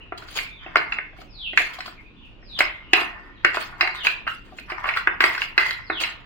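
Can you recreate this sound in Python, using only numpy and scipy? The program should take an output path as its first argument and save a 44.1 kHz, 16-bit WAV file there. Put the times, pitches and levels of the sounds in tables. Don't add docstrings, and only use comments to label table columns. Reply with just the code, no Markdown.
import sys
import numpy as np
from scipy import signal
from scipy.fft import rfft, irfft, next_fast_len
from scipy.io import wavfile
from scipy.ndimage import uniform_filter1d, map_coordinates

SR = 44100
rng = np.random.default_rng(int(sys.argv[2]) if len(sys.argv) > 2 else 0)


def how_loud(loudness_db):
    steps = np.asarray(loudness_db, float) / 20
    return 10 ** steps


def persist_wave(psi):
    counts = np.round(np.clip(psi, -1, 1) * 32767).astype(np.int16)
    wavfile.write(sys.argv[1], SR, np.atleast_2d(counts).T)


N = 275829


def unit(x):
    return x / np.sqrt(np.mean(x ** 2) + 1e-20)


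def along(points, hz):
    f, value = np.transpose(points)
    return np.interp(np.log(hz + 1), np.log(f + 1), value)


def curves(rows):
    s, *columns = np.transpose(rows)
    return [np.interp(np.arange(N) / SR, s, column) for column in columns]


def filtered(x, response):
    m = next_fast_len(N + SR // 2)
    return irfft(rfft(x, m) * response(np.fft.rfftfreq(m, 1 / SR)), m)[..., :N]


def drift(knot_samples):
    return map_coordinates(rng.standard_normal(N // knot_samples + 4), [np.arange(N) / knot_samples])


def causal(gain, size):
    cepstrum = irfft(np.log(gain + 1e-6))
    half = len(cepstrum) // 2
    cepstrum[1:half] *= 2
    cepstrum[half + 1:] = 0
    return irfft(np.exp(rfft(cepstrum)))[:size]


def patchy(x, depth_db, size, bins, frames):
    z = signal.stft(x, nperseg=size)[2]
    field = uniform_filter1d(rng.standard_normal(z.shape[1:]), bins, 0)
    field = unit(uniform_filter1d(field, frames, 1))
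    return signal.istft(z * how_loud(depth_db * field), nperseg=size)[1][:, :N]


def room(x, decay, build_s):
    step, length = SR // 4, 2 * SR // 3
    out = np.zeros((2, N + step + 2 * length))
    for start in range(0, N, step):
        hz, t, z = signal.stft(rng.standard_normal((2, length)), SR, nperseg=256)
        fall = how_loud(-60 * t / along(decay, hz)[:, None])
        tail = signal.istft(z * fall, SR, nperseg=256)[1][:, :length]
        tail *= np.clip(np.arange(length) / (build_s * SR), 0, 1) / np.linalg.norm(tail[0])
        wet = signal.fftconvolve(x[None, start:start + step], tail, axes=1)
        out[:, start:start + wet.shape[1]] += wet
    return out[:, :N]


# f/Hz, likeness (0-1)
AIR_LIKENESS = [(40, 0.42), (250, 0.75), (600, 0.36), (1200, 0)]


def wide(pair, spectrum):
    def turn(hz):
        return np.arccos(np.clip(along(AIR_LIKENESS, hz), -1, 1)) / 2

    def response(hz):
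        return how_loud(along(spectrum, hz)) * [np.cos(turn(hz)), np.sin(turn(hz))]
    mid, side = filtered(pair, response)
    return np.array([mid + side, mid - side]) / np.std(mid)


# f/Hz, level/dB per Hz
HUSH = [(120, -33), (200, 0), (317, -0.5), (581, -10.5), (1610, -21), (1740, -22), (1890, -33), (2440, -7),
        (4190, -24.5), (4540, -28), (9000, -55.5), (11700, -88), (19800, -120)]
# f/Hz, level/dB per Hz
STREET_RUMBLE = [(12, -43), (20, 3), (49, -1), (81, -10.5), (113, -6), (131, -9.5), (151, -13.5),
                 (173, -11), (250, -29), (320, -55), (550, -120)]


def air():
    hush_db, rumble_db, sway_db = -55.5, -50, 1
    hush = patchy(rng.standard_normal((2, N)), depth_db=3, size=1024, bins=8, frames=10)
    rumble_level = how_loud(rumble_db + sway_db * drift(9000))
    rumble = wide(rng.standard_normal((2, N)), STREET_RUMBLE)
    return how_loud(hush_db) * wide(hush, HUSH) + rumble_level * rumble


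# t/s into the call, f/Hz, level/dB re its loudest
WHISTLE_NOTE = [(0, 5400, -46), (.04, 5197, -28), (.08, 4150, -19), (.135, 3470, -8.5), (.19, 2700, 0),
                (.235, 2520, -13), (.265, 2470, -30)]
# t/s, time stretch (factor), level/dB
WHISTLE_CALLS = [(1.265, 1.023, -23), (2.399, 1.036, -24), (3.842, 1.025, -25), (5.8, 0.99, -23)]
# t/s, length/s, start f/Hz, end f/Hz, level/dB
FAR_CHIRPS = [(0, 0.0243, 2880, 2690, -36.5), (0.491, 0.055, 3600, 3530, -44.5),
              (0.56, 0.08, 3490, 2880, -42), (1.959, 0.057, 2550, 1990, -38),
              (2.016, 0.084, 2480, 2550, -46), (2.15, 0.065, 3490, 3360, -51),
              (2.207, 0.064, 3010, 2540, -43), (2.772, 0.24, 2930, 2690, -44),
              (3.343, 0.059, 4300, 2700, -51.5)]
# f/Hz, t60/s
YARD_DECAY = [(2000, 0.11), (4000, 0.73), (6000, 0.41)]


def birds():
    song, t = np.zeros(N), np.arange(N) / SR
    waver = unit(uniform_filter1d(rng.standard_normal(N), 150))
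    for s, stretch, call_db in WHISTLE_CALLS:
        call = [(s + stretch * at, hz, db) for at, hz, db in WHISTLE_NOTE]
        pitch, db = curves(call)
        sounding = (t > call[0][0]) * (t < call[-1][0])
        phase = 2 * np.pi * np.cumsum(pitch + 80 * waver) / SR
        song += sounding * how_loud(call_db + db) * np.sin(phase)
    for s, length, start_hz, end_hz, db in FAR_CHIRPS:
        u = np.clip((t - s) / length, 0, 1)
        pitch = start_hz + (end_hz - start_hz) * u + 130 * waver
        song += how_loud(db) * np.sin(np.pi * u) * np.sin(2 * np.pi * np.cumsum(pitch) / SR)
    return room(song, YARD_DECAY, build_s=0.004)


# f/Hz, level/dB, t60/s of the steel before damping
WALL_MODES = [(362, -0.5, 0.2), (349.6, 2.5, 0.55), (426, -10, 0.97), (638, -1.5, 0.38),
              (697.6, -5.5, 0.081), (748, -2, 0.6), (913, -11, 0.27), (1160, -7.5, 0.85),
              (1196, -19, 0.033), (1340, -9, 0.21), (1440, -5.5, .3), (1529, 1, 0.057), (1561, -8, 0.13),
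              (1690, -3.5, 0.18), (1805, -2.5, 0.11), (1860, -15.5, 0.13), (1940, -2.5, 0.22),
              (2070, -2, 0.081), (2150, -0.5, 0.29), (2360, 0, 0.071), (2540, -1, 0.96), (2700, -9, 0.25),
              (2760, 0, 0.097), (2996, -8.5, 0.21), (3490, -12, 0.37), (3980, -9, 0.26),
              (4230, -10.5, 0.63), (4672, -10, 0.13), (5190, -15, 0.19)]
# t/s, the patch's pitch region f/Hz, level/dB, t60/s
SINGING_PATCHES = [(0.39, 2360, -36, 0.71), (0.757, 2124, -29.5, 0.54), (0.768, 1550, -32, .2),
                   (0.987, 1660, -31, 0.22), (2.606, 2116, -27.5, 0.55), (2.934, 2642, -24, 0.42),
                   (3.015, 1881, -33.5, 1), (3.449, 1730, -16, 0.1), (3.809, 2150, -21, 0.35),
                   (3.826, 748, -24.5, 0.24), (4.069, 2630, -40, 0.27), (4.265, 2840, -24.5, 0.26),
                   (4.277, 1330, -17.5, 0.23), (5.072, 1540, -22, .15), (5.206, 2016, -17, 0.48),
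                   (5.417, 2620, -32, 0.18), (5.579, 2001, -15, 0.51), (5.901, 350, -35, 0.25)]


def rings():
    patch_db_per_oct2 = 597.5
    out, t = np.zeros((2, N + SR)), np.arange(SR // 2) / SR
    for s, patch_hz, db, t60 in SINGING_PATCHES:
        nearest = sorted(WALL_MODES, key=lambda mode: abs(mode[0] - patch_hz))[:3]
        for hz, level, _ in nearest:
            tremble = 2.5 * map_coordinates(rng.standard_normal(40), [t * 50])
            phase = 2 * np.pi * hz * t + tremble + rng.uniform(0, 2.3, (2, 1))
            share_db = level - patch_db_per_oct2 * np.log2(hz / patch_hz) ** 2
            swell = 1 - np.exp(-t / 0.0055)
            ring = how_loud(db + share_db - 60 * t / t60) * swell * np.sin(phase)
            out[:, round(s * SR):][:, :len(t)] += ring
    return out[:, :N]


def grit(rate, spread_db, clump_db):
    draw = rng.random((3, 3, N))
    size = how_loud(-spread_db * np.log(draw[2] + 0.0003))
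    slips = (draw[0] < rate / SR) * np.sign(draw[1] - .5) * size
    return (slips[0] + 1.28 * slips[1:]) * how_loud(clump_db * drift(600))


def stroke_gain(s, length, db, fall_db_per_s):
    rise_db_per_s, sag_db_per_s = 903, 39.5
    t = np.arange(N) / SR - s
    rise = rise_db_per_s * np.minimum(t, 0)
    sag = sag_db_per_s * np.clip(t, 0, length)
    fall = fall_db_per_s * np.maximum(t - length, 0)
    return how_loud(db + rise - sag - fall)


# f/Hz, level/dB per Hz
CRUMB_HISS = [(1760, -4.5), (3000, 1.5), (3290, 4), (3680, -4), (4660, -1.5), (5560, -16.5), (7000, -12.5),
              (7670, -18), (12900, -26), (16000, -11)]
# f/Hz, level/dB per Hz
HOLLOW = [(150, -50), (250, -30), (541, -45), (609, 2.5), (816, 4), (1070, 10.5), (1270, 9), (2180, 3),
          (3570, -43), (4790, -15), (6000, -34), (7800, -47.5), (13200, -120)]
# t/s, length/s, wall scrape level/dB, crumb hiss level/dB (top band), share near the thin rim (0-1)
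SPOON_STROKES = [(0.0, 0.018, -50.5, -90, 0.7), (0.186, 0.0074, -45.5, -61, 0.48),
                 (0.228, 0.026, -51, -70, 0.7), (0.283, 0.028, -61, -45.5, .7),
                 (0.359, 0.067, -41, -42, 0.43), (0.628, 0.3, -40.5, -82.5, 0.9),
                 (0.762, 0.04, -25.5, -60.5, 0.3), (0.92, .01, -38, -55.5, 0.7),
                 (1.191, 0.0071, -89, -51, .6), (1.576, 0.042, -42, -39.5, 0.7),
                 (1.668, 0.11, -35, -54.5, 0.8), (1.862, 0.0054, -51, -46, 0), (2.6, 0.01, -26, -44.5, 0.4),
                 (2.95, 0.055, -22.5, -36.5, 0.26), (3.166, 0.12, -47, -78, 0.6),
                 (3.455, 0.012, -31, -53, 0.5), (3.545, 0.079, -28.5, -41.5, 0.69),
                 (3.71, .09, -46, -75, .2), (3.807, 0.034, -24.5, -54, 0.54), (3.952, .04, -37, -55, 1),
                 (4.055, 0.0099, -34.5, -34.5, 0.14), (4.283, 0.038, -61, -50.5, 0.1),
                 (4.467, 0.12, -55, -66, 0.4), (4.573, .01, -65, -53.5, 0.7),
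                 (4.696, 0.016, -28, -53, 0.68), (4.783, 0.043, -35, -65.5, 0.33),
                 (4.84, 0.073, -27.5, -54, 0.53), (4.966, 0.006, -33.5, -38, 0.8),
                 (5.07, 0.061, -33.5, -78, 0.1), (5.222, 0.041, -22, -39.5, 0.3),
                 (5.292, 0.085, -39, -44, 1), (5.401, 0.01, -38.5, -43, 0.68),
                 (5.592, 0.017, -22.5, -43.5, 0.69), (5.654, 0.03, -42, -41.5, 1),
                 (5.79, 0.44, -51, -70.5, 0.9), (5.91, .05, -38, -84, 0), (6.012, 0.032, -35, -37.5, 0.54)]


def scrape():
    rest_wall_db, rest_hiss_db = -60.5, -95
    wall_fall, hiss_fall = 121, 383
    at_rim = at_base = how_loud(rest_wall_db) / 2
    crumbs = how_loud(rest_hiss_db)
    for s, length, wall_db, hiss_db, rim in SPOON_STROKES:
        rub = stroke_gain(s, length, wall_db, wall_fall)
        at_rim = at_rim + rim * rub
        at_base = at_base + (1 - rim) * rub
        crumbs = crumbs + stroke_gain(s, length, hiss_db, hiss_fall)

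    def jar(f):
        width_hz, peaks = 45, 0
        for k, (c, db, _) in enumerate(WALL_MODES):
            resonance = 1j * f * width_hz / (c * c - f * f + 1j * f * width_hz)
            peaks = peaks + (-1) ** k * how_loud(1.1 * db) * resonance
        return how_loud(along(HOLLOW, f)) * (1.03 + peaks)

    def bright(f):
        return 1 / (1 + (1500 / (f + 1)) ** 3)
    slips = grit(900, spread_db=3.0, clump_db=2.5)
    slips /= 0.95 * np.std(filtered(slips, jar))
    wall = filtered(at_rim * slips, lambda f: jar(f) * bright(f))
    wall += filtered(at_base * slips, lambda f: jar(f) * (1 - bright(f)))
    hiss = filtered(grit(2200, spread_db=3.5, clump_db=5), lambda f: how_loud(along(CRUMB_HISS, f)))
    top_band = filtered(hiss, lambda f: f > 5000)
    return wall + crumbs * hiss / np.std(top_band)


# t/s, level/dB, centre of the blow f/Hz, lift of the base under 750 Hz/dB, crumb spray/dB re blow
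SPOON_KNOCKS = [(0.121, -19.5, 1356, 11.5, -67), (0.174, -37.5, 3280, -1, 8.5), (0.221, -31, 1440, 11, -12),
                (0.282, -34, 1510, -10, -4), (0.374, -25, 2900, -27, -36), (0.387, -14.5, 2484, -27, -46),
                (0.461, -30.5, 2600, -12, -39), (0.661, -28, 2640, 24, -71), (0.757, 0, 1417, -1, -53),
                (0.767, -9.5, 2260, 10.5, -12), (0.921, -12, 2630, -29, -24), (0.985, -13.5, 2150, 6, -60),
                (1.128, -43, 1650, 30, -50), (1.184, -37, 2230, 31, -23), (1.214, -36.5, 1295, 13, -27),
                (1.531, -25.5, 1910, 17, -23), (1.574, -1, 2330, -46, -22.5), (1.599, -23.5, 2170, 28, -29),
                (1.785, -27, 1120, 17, -4.5), (1.804, -18, 2160, -15, -10.5), (1.857, -30.5, 1090, 4, 5),
                (1.877, -28.5, 1330, 12, -12), (2.424, -43, 1860, 11, -32), (2.588, -13.5, 1750, 1, 1),
                (2.605, -1, 2187, 5, -34), (2.933, 4, 2540, 1.5, -21), (3.015, -18, 2150, 18, -33),
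                (3.447, -0.5, 1867, 1, -23), (3.544, -17.5, 1120, -3, -28), (3.569, -12, 1075, 4, -41),
                (3.619, -29.5, 1840, -2, -21), (3.809, -1.5, 1490, -6, -15.5),
                (3.826, -14.5, 2210, 17, -34), (3.873, -12, 2180, -1.5, -15.5),
                (4.048, -13, 3090, -27, -29), (4.068, -2.5, 2540, -11, -18.5), (4.267, -21, 1320, -3, -51),
                (4.275, -12, 1340, -51, -22.5), (4.521, -38, 1200, 20, -23), (4.584, -25.5, 2540, 3.5, -21),
                (4.699, -21.5, 1147, -16, -26), (4.718, -20, 2363, 14, -50), (4.841, -16, 1100, -6, -53),
                (4.855, -16, 1076, -5, -35), (4.877, -19.5, 1170, 4, -18), (4.888, -9, 2300, -15, -24),
                (4.907, -22, 1690, -12, -32), (4.937, -18, 2170, -17, -19), (4.962, -16, 1410, -13, -29),
                (4.97, -9.5, 1340, -28, -18.5), (5.072, -1.5, 1500, -6, -45), (5.205, 2.5, 1527, -7, -17.5),
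                (5.239, -1, 2150, 2.5, -15), (5.348, -14.5, 1770, -40, -16), (5.377, -15, 1554, -31, -14),
                (5.417, -10.5, 2810, -26, -27), (5.578, 0.5, 2070, -3, -16), (5.629, -24, 1900, -8, -11),
                (5.706, -14.5, 1850, -30, -6), (5.899, -12, 1437, 11.5, -54), (6, -26, 2860, 12, 7.5),
                (6.035, -12, 2880, -19, -18.5), (6.043, -17, 2100, -12, -21)]


def knocks():
    filling_t60_s = 0.037
    rim_over_spray_db = 24
    hz, level, t60 = np.transpose(WALL_MODES)[:, :, None]
    loss = 1 / np.clip(t60, .05, 1) + 1 / filling_t60_s
    t = np.arange(SR // 4) / SR
    swing = np.exp(2j * np.pi * hz * t)
    grid = np.fft.rfftfreq(2048, 1 / SR)
    crumb_colour = causal(how_loud(along(CRUMB_HISS, grid)), size=1024)

    def peak_1(x):
        return x / np.abs(x).max()

    def coloured(noise, colour):
        return signal.fftconvolve(noise, colour[None], axes=1)[:, :len(t)]
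    out = np.zeros((2, N + SR))
    for s, db, centre_hz, base_db, spray_db in SPOON_KNOCKS:
        def spot(f):
            near = -9 * np.clip(np.log2((f + 1) / centre_hz), -1.2, 1) ** 2
            base = np.where(f < 750, base_db, 0)
            return near + base + np.where(f > 3600, spray_db + rim_over_spray_db, 0)
        struck = how_loud(rng.normal(0, 2.7, len(hz))) * np.exp(2j * np.pi * rng.random(len(hz)))
        lobe_turn = rng.uniform(-0.64, 1, (2, len(hz))) * np.clip(hz.T / 1500, .1, 1.2)
        lobes = struck * np.exp(1j * lobe_turn)
        contact = 1 - np.exp(-(t / (0.00092 * how_loud(-.4 * db))) ** 2)
        modes = (lobes @ (how_loud(level + spot(hz) - 60 * t * loss) * swing)).imag * contact
        shake = rng.standard_normal((3, len(t)))
        shake = (shake[0] + 2.65 * shake[1:]) * contact
        wall_colour = causal(how_loud(along(HOLLOW, grid) + spot(grid)), size=1024)
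        rattle = coloured(shake * how_loud(-60 * t / (0.99 * filling_t60_s)), wall_colour)
        spray = coloured(shake * how_loud(-60 * t / 0.044), crumb_colour)
        push = np.sin(2 * np.pi * centre_hz * t) * contact * how_loud(-60 * t / 0.017)
        blow = .5 * peak_1(push) + peak_1(modes) + 0.46 * peak_1(rattle)
        blow = blow + how_loud(spray_db) * peak_1(spray)
        out[:, round(s * SR):][:, :len(t)] += how_loud(db) * blow
    return out[:, :N]


# f/Hz, t60/s
KITCHEN_DECAY = [(250, 0.48), (1000, 0.21), (2500, 0.38), (5000, 0.26), (12000, 0.23)]
# f/Hz, left minus right level/dB
PORT_COLOUR = [(250, -2.5), (600, 3), (1400, -0.5), (2800, -3), (5600, 7), (10000, -1.5)]


def scene():
    side = np.array([[.5], [-.5]])

    def lead(f):
        return np.exp(2j * np.pi * f * side * .0001) * (f / 260) ** 4 / (1 + (f / 260) ** 4)
    blows = filtered(knocks() + rings(), lead)
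    strokes = filtered(scrape(), lead)
    wash = strokes + how_loud(-3.5) * room(blows[1] + strokes[1], KITCHEN_DECAY, build_s=0.006)
    treble = filtered(wash, lambda f: 1 / (1 + (4500 / (f + 1)) ** 8))
    flicker = patchy(treble, depth_db=8, size=1024, bins=2, frames=3)
    wash = wash - treble + how_loud(-4) * flicker
    jar = filtered(blows + wash, lambda f: how_loud(side * along(PORT_COLOUR, f)))
    return jar + birds() + air()


def low_pass(x):
    return signal.sosfilt(signal.butter(12, 16480, fs=SR, output="sos"), x)


def record(dry):
    limited = filtered(dry, lambda f: 1 / (1 + (f / 15800) ** 60))
    mix = limited / (1 + np.abs(limited) ** 6) ** (1 / 6)
    return low_pass(mix)


dry = scene()
out = record(dry)
persist_wave(out)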